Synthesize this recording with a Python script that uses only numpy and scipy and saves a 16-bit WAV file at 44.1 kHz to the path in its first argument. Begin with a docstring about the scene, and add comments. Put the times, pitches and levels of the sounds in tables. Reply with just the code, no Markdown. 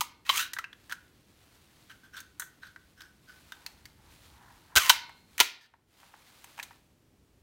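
"""A nail gun is loaded close by in a concrete workshop. The latch clacks and the aluminium magazine
slides open; a sleeve rustles while a strip of nails ticks and scrapes into the channel; the cover is
shoved home and locks with a snap, and the plastic body knocks as the gun is turned round. Impacts and
friction excite the resonances of rail, steel edges, housing and hollow channel; the channel rings
higher the further it stands open. Under it all lies a low room rumble."""
import sys
import numpy as np
from scipy import signal
from scipy.fft import rfft, irfft, next_fast_len
from scipy.io import wavfile
from scipy.ndimage import uniform_filter1d, map_coordinates

SR = 44100
rng = np.random.default_rng(int(sys.argv[2]) if len(sys.argv) > 2 else 0)


def to_wav(s):
    """Save 16-bit WAV."""
    ch = np.atleast_2d(s).T  # columns
    pcm = np.round(np.clip(ch, -1, 1) * 32767)  # PCM
    wavfile.write(sys.argv[1], SR, pcm.astype(np.int16))


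N = 327222
HIT_SIZE = 4096  # samples in a contact force or a filter's impulse response
SHUT_HZ, OPEN_HZ = 969, 1524  # the channel's note at the two ends of the cover's travel

# Hard blows of latch and cover: (time [s], delay of seating [s], chatter [s], strike note [Hz],
# base between rail modes [dB], seating gain [dB], channel [dB], rail [dB], edge [dB], thump [dB],
# ring [dB])
HARD_BLOWS = [(.008, .005, .0026, 1222, -4, -1.5, -24.5, -30, -32.5, -56.5, -56),
              (0.293, .0037, 0.0015, 1094, -16.5, 1, -20.5, -22.5, -39.5, -70.5, -52),
              (4.761, .0085, 0.0092, 1553, -3.5, 0, -15.5, -17, -22, -34, -50),
              (4.8954, .004, 0.0044, 1520, -7, -1, -12.5, -12.5, -20, -48.5, -41),
              (5.4016, .0065, 0.0027, 1397, 2.5, -4.5, -19.5, -13.5, -20.5, -31.5, -57)]
# Spectral envelope of the gun's hollow parts: (frequency [Hz], gain [dB])
CAVITY_SPECTRUM = [(250, -30), (620, -13), (900, -8), (1900, 3.5), (4000, -25), (12000, -42)]


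def amp(db):
    """Decibels to amplitude ratio."""
    return 10 ** (np.asarray(db) / 20)


def unit(x):
    """Scale to rms 1."""
    return x / np.sqrt(np.mean(x ** 2) + 1e-20)


def dose(x, db):
    """Give a transient the energy of 10 ms at this level."""
    return amp(db) * x / np.sqrt(np.sum(x ** 2) / (SR / 100) + 1e-20)


def along(points, hz):
    """Interpolate (frequency [Hz], value) points on a logarithmic frequency axis."""
    freqs, values = np.transpose(points)
    return np.interp(np.log(hz + 1), np.log(freqs + 1), values)


def add(track, s, sound):
    """Superpose a sound on a track from time s."""
    part = track[max(round(s * SR), 0):][:len(sound)]
    part += sound[:len(part)]


def wobble(rate):
    """A smooth random curve with rate knots a second."""
    return map_coordinates(rng.standard_normal(int(N * rate / SR) + 4), [np.arange(N) * rate / SR])


def coloured(x, gain):
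    """Minimum-phase filter: folding the cepstrum makes the given gain curve causal."""
    size = 2 * HIT_SIZE
    cepstrum = irfft(np.log(np.maximum(gain(np.fft.rfftfreq(size, 1 / SR)), 1e-6)))
    cepstrum[1:size // 2] *= 2
    cepstrum[size // 2 + 1:] = 0
    return signal.fftconvolve(x, irfft(np.exp(rfft(cepstrum)))[:HIT_SIZE])[:len(x)]


def shaped(x, spectrum):
    """Filter by a spectral envelope of (frequency [Hz], gain [dB]) points."""
    return coloured(x, lambda hz: amp(along(spectrum, hz)))


def peaks(modes, hz, base_db):
    """Lorentzian resonances (frequency [Hz], bandwidth [Hz], gain [dB]) add in power to a flat base."""
    power = sum(amp(db) ** 2 / (1 + (2 * (hz - centre) / width) ** 2) for centre, width, db in modes)
    return np.sqrt(amp(base_db) ** 2 + power)


def grit(size, spread_db):
    """Dense micro-impacts: noise in grains of log-normal strength."""
    noise = rng.standard_normal(size)
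    grains = np.repeat(rng.standard_normal(size // 16 + 1), 16)[:size]
    return unit(noise * amp(spread_db * grains))


def background():
    """Ambient noise: a low rumble with a little hiss, whose level dips briefly at the last snap."""
    spectrum = [(20, -17), (65, 1.5), (200, -5), (310, -5), (550, -16), (1400, -23.5), (2800, -25),
                (16000, -33.5)]  # room noise: (frequency [Hz], gain [dB])
    level_db, dip_db = -64.5, -9.5
    dip_start_s, hold_s, recovery_s = 5.38, .26, .52
    air = unit(shaped(rng.standard_normal(N), spectrum))
    age = np.arange(N) / SR - dip_start_s
    dip = np.clip(age / .1, 0, 1) * np.exp(-np.maximum(age - hold_s, 0) / recovery_s)
    return amp(level_db + dip_db * dip) * air


def chatter(length, t60, fade_db=4):
    """Contact force of two parts that rebound and settle; its flattened spectrum has no pitch."""
    t = np.arange(HIT_SIZE) / SR
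    length = max(length, 1e-4)
    envelope = amp(-fade_db * np.minimum(t / length, 1) - 60 * np.maximum(t - length, 0) / t60)
    force = grit(HIT_SIZE, spread_db=2) * envelope
    power = np.abs(uniform_filter1d(np.abs(rfft(force, 2 * HIT_SIZE)) ** 2, size=40))
    return coloured(force, lambda hz: 1 / np.sqrt(power + 1e-12))


def channel(force, modes):
    """Cavity resonance of the air and walls of the nail channel."""
    return coloured(force, lambda hz: amp(along(CAVITY_SPECTRUM, hz)) * peaks(modes, hz, base_db=-33.5))


def channel_note(s):
    """The channel's resonant frequency [Hz] at time s rises with the cover's opening."""
    travel = [(.25, 0), (.293, .15), (.35, .3), (.385, .6), (.415, 0.96), (4.77, 1), (4.8, .52), (4.85, .2),
              (4.895, 0)]  # position of the cover: (time [s], opening [0-1])
    return SHUT_HZ + (OPEN_HZ - SHUT_HZ) * np.interp(s, *np.transpose(travel))


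def rail(force, contact_hz, focus_db, base_db=-2.5):
    """Modal response of the aluminium rail; the contact's hardness weights the band at contact_hz."""
    modes = [(2200, 110, -5), (3096, 200, -0.5), (3930, 150, -0.5)]  # rail resonances: (frequency [Hz], bandwidth [Hz], gain [dB])
    spectrum = [(400, -34.5), (1000, -11), (1900, 1.5), (3100, -0.5), (4600, -2.5), (6300, -8.5),
                (10000, -31.5)]  # their envelope: (frequency [Hz], gain [dB])
    focus = lambda hz: amp(focus_db * np.exp(-7 * np.log2((hz + 1) / contact_hz) ** 2))
    return coloured(force, lambda hz: amp(along(spectrum, hz)) * peaks(modes, hz, base_db) * focus(hz))


def edge(force, base_db):
    """The high modes of thin steel edges and nails give a bright click."""
    modes = [(6370, 82, -4.5), (7800, 37, -5), (8590, 93, 1.5), (11450, 80, -1.5), (12690, 300, -6)]  # steel resonances: (frequency [Hz], bandwidth [Hz], gain [dB])
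    spectrum = [(2000, -43), (4600, -18.5), (6200, 2.5), (8800, -1.5), (10200, -3), (11500, -2.5)]  # their envelope: (frequency [Hz], gain [dB])
    return coloured(force, lambda hz: amp(along(spectrum, hz)) * peaks(modes, hz, base_db))


def buzz(t60, base_db):
    """Nails and spring shiver against the rail, driving the steel modes with decaying noise."""
    t = np.arange(SR // 2) / SR
    return edge(rng.standard_normal(len(t)) * amp(-60 * t / t60), base_db)


def blow(length, channel_hz, base_db, channel_db, rail_db, edge_db, thump_db):
    """Impact excitation: one force drives channel, rail, edges and body; loose parts rattle on."""
    thump_spectrum = [(40, -23.5), (200, -15), (290, -8.5), (390, 0), (520, -7), (680, 6), (2500, -47)]  # response of the whole gun: (frequency [Hz], gain [dB])
    shiver_t60 = .35  # s
    out = np.zeros(SR)
    force = chatter(length, t60=.026, fade_db=6)
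    add(out, 0, dose(channel(force, [(channel_hz, 110, 0)]), channel_db - 3.5))
    add(out, 0, dose(rail(force, 3200, focus_db=1.5, base_db=base_db), rail_db))
    add(out, 0, dose(edge(force, base_db=-.5), edge_db))
    add(out, 0, dose(shaped(force, thump_spectrum), thump_db))
    add(out, 0, dose(buzz(t60=.2, base_db=-2.5), edge_db - 10))
    shiver = grit(SR, spread_db=1.5) * amp(-60 * np.arange(SR) / SR / shiver_t60)
    return out + dose(rail(shiver, 5000, focus_db=4, base_db=9), rail_db - 16.5)


def ringing(db):
    """Free decay of channel and rail; loose contact broadens each mode by a random walk of phase."""
    modes = [(914, -4.5, .7), (965, 0.5, 0.46), (1505, -11, .7), (2170, -0.5, .55), (4190, -9, 0.81)]  # lightly damped modes: (frequency [Hz], relative level [dB], t60 [s])
    linewidth_hz = 30
    t = np.arange(SR) / SR
    ring = np.zeros(SR)
    for hz, mode_db, t60 in modes:
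        envelope = amp(mode_db + rng.normal(0, 2) - 60 * t / t60)
        phase = 2 * np.pi * (hz * t + rng.random())
        drift = np.cumsum(rng.standard_normal(SR)) * np.sqrt(2 * np.pi * linewidth_hz / SR)
        ring += envelope * np.sin(phase + drift)
    return amp(db) * ring * (1 - np.exp(-t / .0033))


def clacks():
    """Double impact: latch or cover strikes its stop brightly, seats milliseconds later and rings on."""
    out = np.zeros(N)
    for s, gap, length, strike_hz, base_db, seat_db, *levels in HARD_BLOWS:
        channel_db, rail_db, edge_db, thump_db, ring_db = levels
        strike = blow(length, strike_hz, base_db, channel_db - 2, rail_db - 1.5, edge_db + 2.5, thump_db)
        seating = blow(length, channel_note(s), base_db, channel_db - 3.5, rail_db, edge_db, thump_db)
        add(out, s, strike)
        add(out, s + gap, amp(seat_db) * seating)
        add(out, s + gap, ringing(ring_db))
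    return out


def driven_mode(hz, drive_s, t60):
    """A damped oscillator builds up while it is driven, then decays exponentially."""
    t = np.arange(HIT_SIZE) / SR
    decay = amp(-60 * np.maximum(t - drive_s, 0) / t60)
    return np.sin(2 * np.pi * hz * t) * np.minimum(t / drive_s, 1) * decay


def seating_notes():
    """Direct radiation of the channel's main mode as the cover seats."""
    out = np.zeros(N)
    for s, gap, length, _, _, seat_db, channel_db, *_ in HARD_BLOWS:
        note = driven_mode(channel_note(s), length, t60=.028)
        add(out, s + gap, dose(note, channel_db + seat_db - 2.5))
    return out


def slide(stroke, rail_db, edge_db, channel_db, overtone_db):
    """Sliding friction, brighter with effort; the channel's resonance glides as its length changes."""
    bandwidth_hz, overtone_ratios = 85, (1.92, 2.55)
    t = np.arange(stroke[0][0], stroke[-1][0] + .01, 1 / SR)
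    level_db = np.interp(t, *np.transpose(stroke))
    phase = 2 * np.pi * np.cumsum(channel_note(t)) / SR
    pole = np.exp(-np.pi * bandwidth_hz / SR)
    friction = lambda: grit(SR, spread_db=4)[:len(t)]

    def resonance(ratio):
        """Narrow-band noise centred on a multiple of the channel's note."""
        baseband = signal.lfilter([1], [1, -pole], friction() + 1j * friction())
        return unit(np.real(baseband * np.exp(1j * ratio * phase)))

    air = amp(channel_db) * unit(shaped(resonance(1), CAVITY_SPECTRUM))
    force = friction()
    brightness = amp(edge_db + .3 * (level_db + 33))  # the edges gain 0.3 dB extra per dB of friction
    rub = amp(rail_db) * unit(rail(force, 3300, focus_db=3)) + brightness * unit(edge(force, base_db=-1))
    envelope = amp(level_db + wobble(130)[:len(t)])
    overtones = amp(overtone_db) * sum(resonance(ratio) for ratio in overtone_ratios)
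    out = np.zeros(N)
    add(out, t[0], envelope * (rub + air + overtones))
    return out


def cover_slides():
    """Friction of the cover on its rail, drawn open and later shoved home."""
    # friction during each stroke: (time [s], level [dB])
    open_stroke = [(.25, -54), (.29, -42), (0.315, -33.5), (0.323, -37.5), (0.385, -27.5), (0.419, -33),
                   (0.51, -59)]
    shut_stroke = [(4.78, -18.5), (4.794, -28.5), (4.888, -32.5)]
    opening = slide(open_stroke, rail_db=-5, edge_db=-3.5, channel_db=-6, overtone_db=-9.5)
    closing = slide(shut_stroke, rail_db=-5.5, edge_db=-6, channel_db=-8, overtone_db=-10.5)
    return opening + closing


def ping(force, hz, width_hz):
    """The local resonance of the spot being touched."""
    return coloured(force, lambda freqs: peaks([(hz, width_hz, 0)], freqs, base_db=-40) ** 2)


def tick(length, channel_hz, ping_hz, channel_db, rail_db, ping_db, edge_db):
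    """A light impact excites channel, rail, edges and the resonance of the spot it touches."""
    out = np.zeros(SR // 2)
    force = chatter(length, t60=.02)
    cavity = channel(force, [(970, 40, -9), (channel_hz, 95, 0), (channel_hz, 600, -10)])
    add(out, 0, dose(cavity, channel_db))
    add(out, 0, dose(rail(force, ping_hz, focus_db=5.5), rail_db))
    add(out, 0, dose(edge(force, base_db=-5), edge_db))
    add(out, 0, dose(ping(chatter(length, t60=.012), ping_hz, width_hz=420), ping_db))
    return out + dose(buzz(t60=.15, base_db=-6.5), edge_db - 9)


def rattles():
    """Loose cover and latch touch the channel; the point of contact selects the modes that sound."""
    # light contacts: (time [s], chatter [s], channel note [Hz], ping [Hz], level [dB],
    # ping level [dB], brightness [dB])
    contacts = [(.2654, .002, 1470, 3980, -50, -54, -4.5), (.534, 0.0012, 1900, 4430, -38, -53, -.5),
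                (.565, 0.0069, 1530, 3650, -40.5, -57, -40), (.5864, 0.0043, 1336, 1950, -33.5, -35, -10.5),
                (.642, .0007, 1620, 2680, -41, -41.5, -22), (.729, .004, 1660, 3370, -51.5, -51.5, -16),
                (.896, 0.013, 1570, 1700, -46, -45, -7), (.913, 0.0022, 1400, 3530, -43.5, -52, -12),
                (.9224, 0.004, 1460, 1630, -35, -35, -8.5), (3.6632, 0.0029, 2640, 4350, -43, -40, -2),
                (3.8549, .003, 2160, 4600, -50, -54, -3.5), (4.755, .003, 1484, 3590, -30, -40, -0.5),
                (5.38, .002, 1960, 2380, -38, -43, 0), (5.392, 0.007, 1286, 3130, -33.5, -43.5, -4.5),
                (5.61, .057, 1800, 4790, -56.5, -63, -9), (6.597, .003, 1750, 2450, -40.5, -41, -12.5),
                (6.628, .008, 2202, 3900, -44.5, -45, 1.5)]
    out = np.zeros(N)
    for s, length, hz, ping_hz, db, ping_db, bright_db in contacts:
        channel_db = db - 2 - .18 * bright_db
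        rail_db = db - 1.5 + .25 * bright_db
        add(out, s, tick(length, hz, ping_hz, channel_db, rail_db, ping_db, edge_db=db + bright_db))
    return out


def movements(rows, attack_s=.16, t60=.72):
    """Envelopes of movements, and of a steady hiss, rise, hold and decay; being incoherent, they add in power."""
    t = np.arange(N) / SR
    power = np.zeros(N)
    for s, length, db in rows:
        rise = np.clip((t - s) / attack_s, 0, 1)
        power += (rise * amp(db - 60 * np.clip((t - s - length) / t60, 0, 2))) ** 2
    return np.sqrt(power)


def housing(force):
    """The damped modes of the plastic housing give a dull tone."""
    modes = [(820, 140, 4.5), (950, 69, 5.5), (1440, 350, -10.5)]  # housing resonances: (frequency [Hz], bandwidth [Hz], gain [dB])
    return coloured(force, lambda hz: peaks(modes, hz, base_db=-53) * amp(along(CAVITY_SPECTRUM, hz)))


def handling():
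    """Friction noise of the sleeve and of the palm on the housing, over a faint steady hiss; a low rumble as
    the gun sways."""
    cloth_spectrum = [(290, -28), (500, -8.5), (1100, -7), (4150, -8), (5300, -12), (15000, -17.5)]  # rustling fabric: (frequency [Hz], gain [dB])
    # movements of arm, palm and the gun's weight, plus one long row of steady faint hiss that fades out at
    # about the last snap: (time [s], duration [s], level [dB])
    rustles = [(.68, .27, -65.5), (.9, 4.3, -69.5), (1.3, 0.61, -66.5), (3.2, 0.53, -63.5),
               (3.95, 0.36, -61.5), (4.35, 0.29, -65), (5.2, 0.251, -64.5), (5.86, 0.41, -62),
               (6.2, 0.47, -59.5)]
    rubs = [(3.45, 0.25, -66.5), (3.93, 0.089, -64), (4.27, 0.23, -59), (4.64, .12, -55), (5.9, 0.28, -69)]
    sway = (3.6, 0.94, -65)
    cloth = unit(shaped(grit(N, spread_db=3), cloth_spectrum))
    palm = unit(housing(grit(N, spread_db=3)))
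    low_band = signal.butter(2, [42, 110], "bandpass", fs=SR, output="sos")
    rumble = unit(signal.sosfilt(low_band, rng.standard_normal(N)))
    sleeve = movements(rustles) * amp(wobble(25)) * cloth
    grip = movements(rubs) * amp(wobble(43)) * palm
    return sleeve + grip + movements([sway]) * rumble


def strip_scrapes():
    """Stick-slip friction of the nail strip: the channel gives one note, the contact a shifting rasp."""
    pushes = [(1.895, 0.017, -54.5, 2980), (2.026, .02, -57.5, 3430), (2.126, 0.039, -50, 5460),
              (2.157, 0.022, -46.5, 4400), (2.616, 0.047, -53, 3580), (2.966, 0.091, -57.5, 5200),
              (3.269, 0.034, -54.5, 4720)]  # drags along the groove: (time [s], duration [s], level [dB], rasp [Hz])
    attack_s, t60 = .014, .22
    out = np.zeros(N)
    t = np.arange(SR // 2) / SR
    for s, length, db, rasp_hz in pushes:
        force = grit(len(t), spread_db=3.5)
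        note = unit(channel(force, [(1510, 53, 5.5), (1640, 160, -5)]))
        rasp = amp(-9) * unit(rail(force, rasp_hz, focus_db=-4))
        rasp += amp(-14) * unit(ping(force, rasp_hz, width_hz=700))
        rasp += amp(-13.5) * unit(edge(force, base_db=-13))
        envelope = np.minimum(t / attack_s, 1) * amp(db - 60 * np.maximum(t - length, 0) / t60)
        add(out, s, envelope * (note + rasp))
    return out * amp(1.2 * wobble(70))


def strip_taps():
    """Impacts of the nail strip on the open channel; harder contacts excite more of the rail."""
    # taps of the strip: (time [s], chatter [s], ping [Hz], level [dB], brightness [dB])
    taps = [(1.897, .026, 2980, -44, -16.5), (2.166, 0.028, 3540, -41, -8.5),
            (2.2032, 0.0027, 6300, -53.5, 5.5), (2.397, 0.01, 4030, -36, -24),
            (2.4197, 0.0065, 3430, -37.5, -27), (2.633, 0.0014, 4100, -44, -30),
            (2.669, .01, 4400, -52, -14), (2.7607, 0.0018, 2060, -44.5, -27),
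            (3.0056, .006, 3540, -45.5, -12), (3.018, 0.0017, 4960, -47, -12),
            (3.521, .001, 3600, -38, -14.5)]
    drop_s = 2.3971  # the strip falls into its groove and its steel rings
    out = np.zeros(N)
    for s, length, ping_hz, db, bright_db in taps:
        metal_db = db + .48 * bright_db
        add(out, s, tick(length, OPEN_HZ, ping_hz, channel_db=db - 6.5 - .17 * bright_db,
                         rail_db=metal_db - 2, ping_db=metal_db - 4, edge_db=db + bright_db))
    add(out, drop_s, dose(edge(chatter(.0029, t60=.02), base_db=-7), db=-35))
    add(out, drop_s, dose(buzz(t60=.21, base_db=-10), db=-39.5))
    return out


def jolts():
    """Damped oscillation of the gun's mass in the hand: a thud as the cover is shoved and as it locks."""
    thuds = [(4.755, 0.018, -34), (5.4, .01, -48.5)]  # bounces of the gun: (time [s], build-up [s], level [dB])
    bounce_hz = 69.7
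    out = np.zeros(N)
    for s, drive_s, db in thuds:
        add(out, s, dose(driven_mode(bounce_hz, drive_s, t60=.071), db))
    return out


def body_knocks():
    """The hand shifts on the gun; each impact excites the housing and its loose metal fittings."""
    knocks = [(5.093, -49, -16), (5.738, -57.5, -34), (6.031, -55, -28), (6.139, -51.5, -28),
              (6.442, -53.5, 2.5), (6.578, -50, -8), (6.589, -42.5, -15), (6.708, -52, -22)]  # knocks of the plastic body: (time [s], level [dB], brightness [dB])
    out = np.zeros(N)
    for s, db, bright_db in knocks:
        force = chatter(length=.0035, t60=.018)
        add(out, s, dose(housing(force), db))
        add(out, s, dose(rail(force, contact_hz=2780, focus_db=11.5), db - 2.5 + .4 * bright_db))
        add(out, s, dose(edge(force, base_db=-12), db + bright_db))
    return out


def diffused(tail):
    """Scattering by clutter evens out the room's response, so that it favours no single note."""
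    spectrum = rfft(tail, 2 * len(tail))
    power = np.abs(spectrum) ** 2
    evenness = np.abs(uniform_filter1d(power, size=1200) / uniform_filter1d(power, size=50))
    return irfft(spectrum * np.sqrt(evenness))[:len(tail)]


def workshop(x, wet_db):
    """Direct sound plus diffuse reverberation from floor and walls; the treble is absorbed first."""
    decay_times = [(150, 0.51), (900, .48), (4200, 0.42), (8000, 0.18), (15000, 0.047)]  # reverberation time: (frequency [Hz], t60 [s])
    hz, t, bands = signal.stft(rng.standard_normal(SR), SR, nperseg=256)
    tail = signal.istft(bands * amp(-60 * t / along(decay_times, hz)[:, None]), SR, nperseg=256)[1]
    age = np.arange(len(tail)) / SR
    onset = 1 - np.exp(-(age / .0057) ** 2)
    early_boost = 1 + 2 * np.exp(-age / .03)  # near surfaces reflect first and strongest
    tail = diffused(tail * onset * early_boost)
    return x + amp(wet_db) * signal.fftconvolve(x, tail / np.linalg.norm(tail))[:N]


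def scene():
    """Superposition of the gun's reverberant sounds, its direct sounds and the background."""
    slides = cover_slides()
    magazine = workshop(clacks() + rattles() + slides, wet_db=-17)
    strip_and_body = workshop(strip_taps() + strip_scrapes() + body_knocks(), wet_db=-14)
    return (magazine + strip_and_body + seating_notes() + jolts() + handling() + background())[None]


def record(dry):
    """Soft saturation rounds the peaks, and a steep low-pass limits the bandwidth."""
    ceiling, cutoff_hz = .9, 16000
    rounded = dry / (1 + np.abs(dry / ceiling) ** 6) ** (1 / 6)
    size = next_fast_len(N + HIT_SIZE)
    lowpass = 1 / (1 + (np.fft.rfftfreq(size, 1 / SR) / cutoff_hz) ** 120)
    return irfft(rfft(rounded, size) * lowpass, size)[:, :N]


dry = scene()
out = record(dry)
to_wav(out)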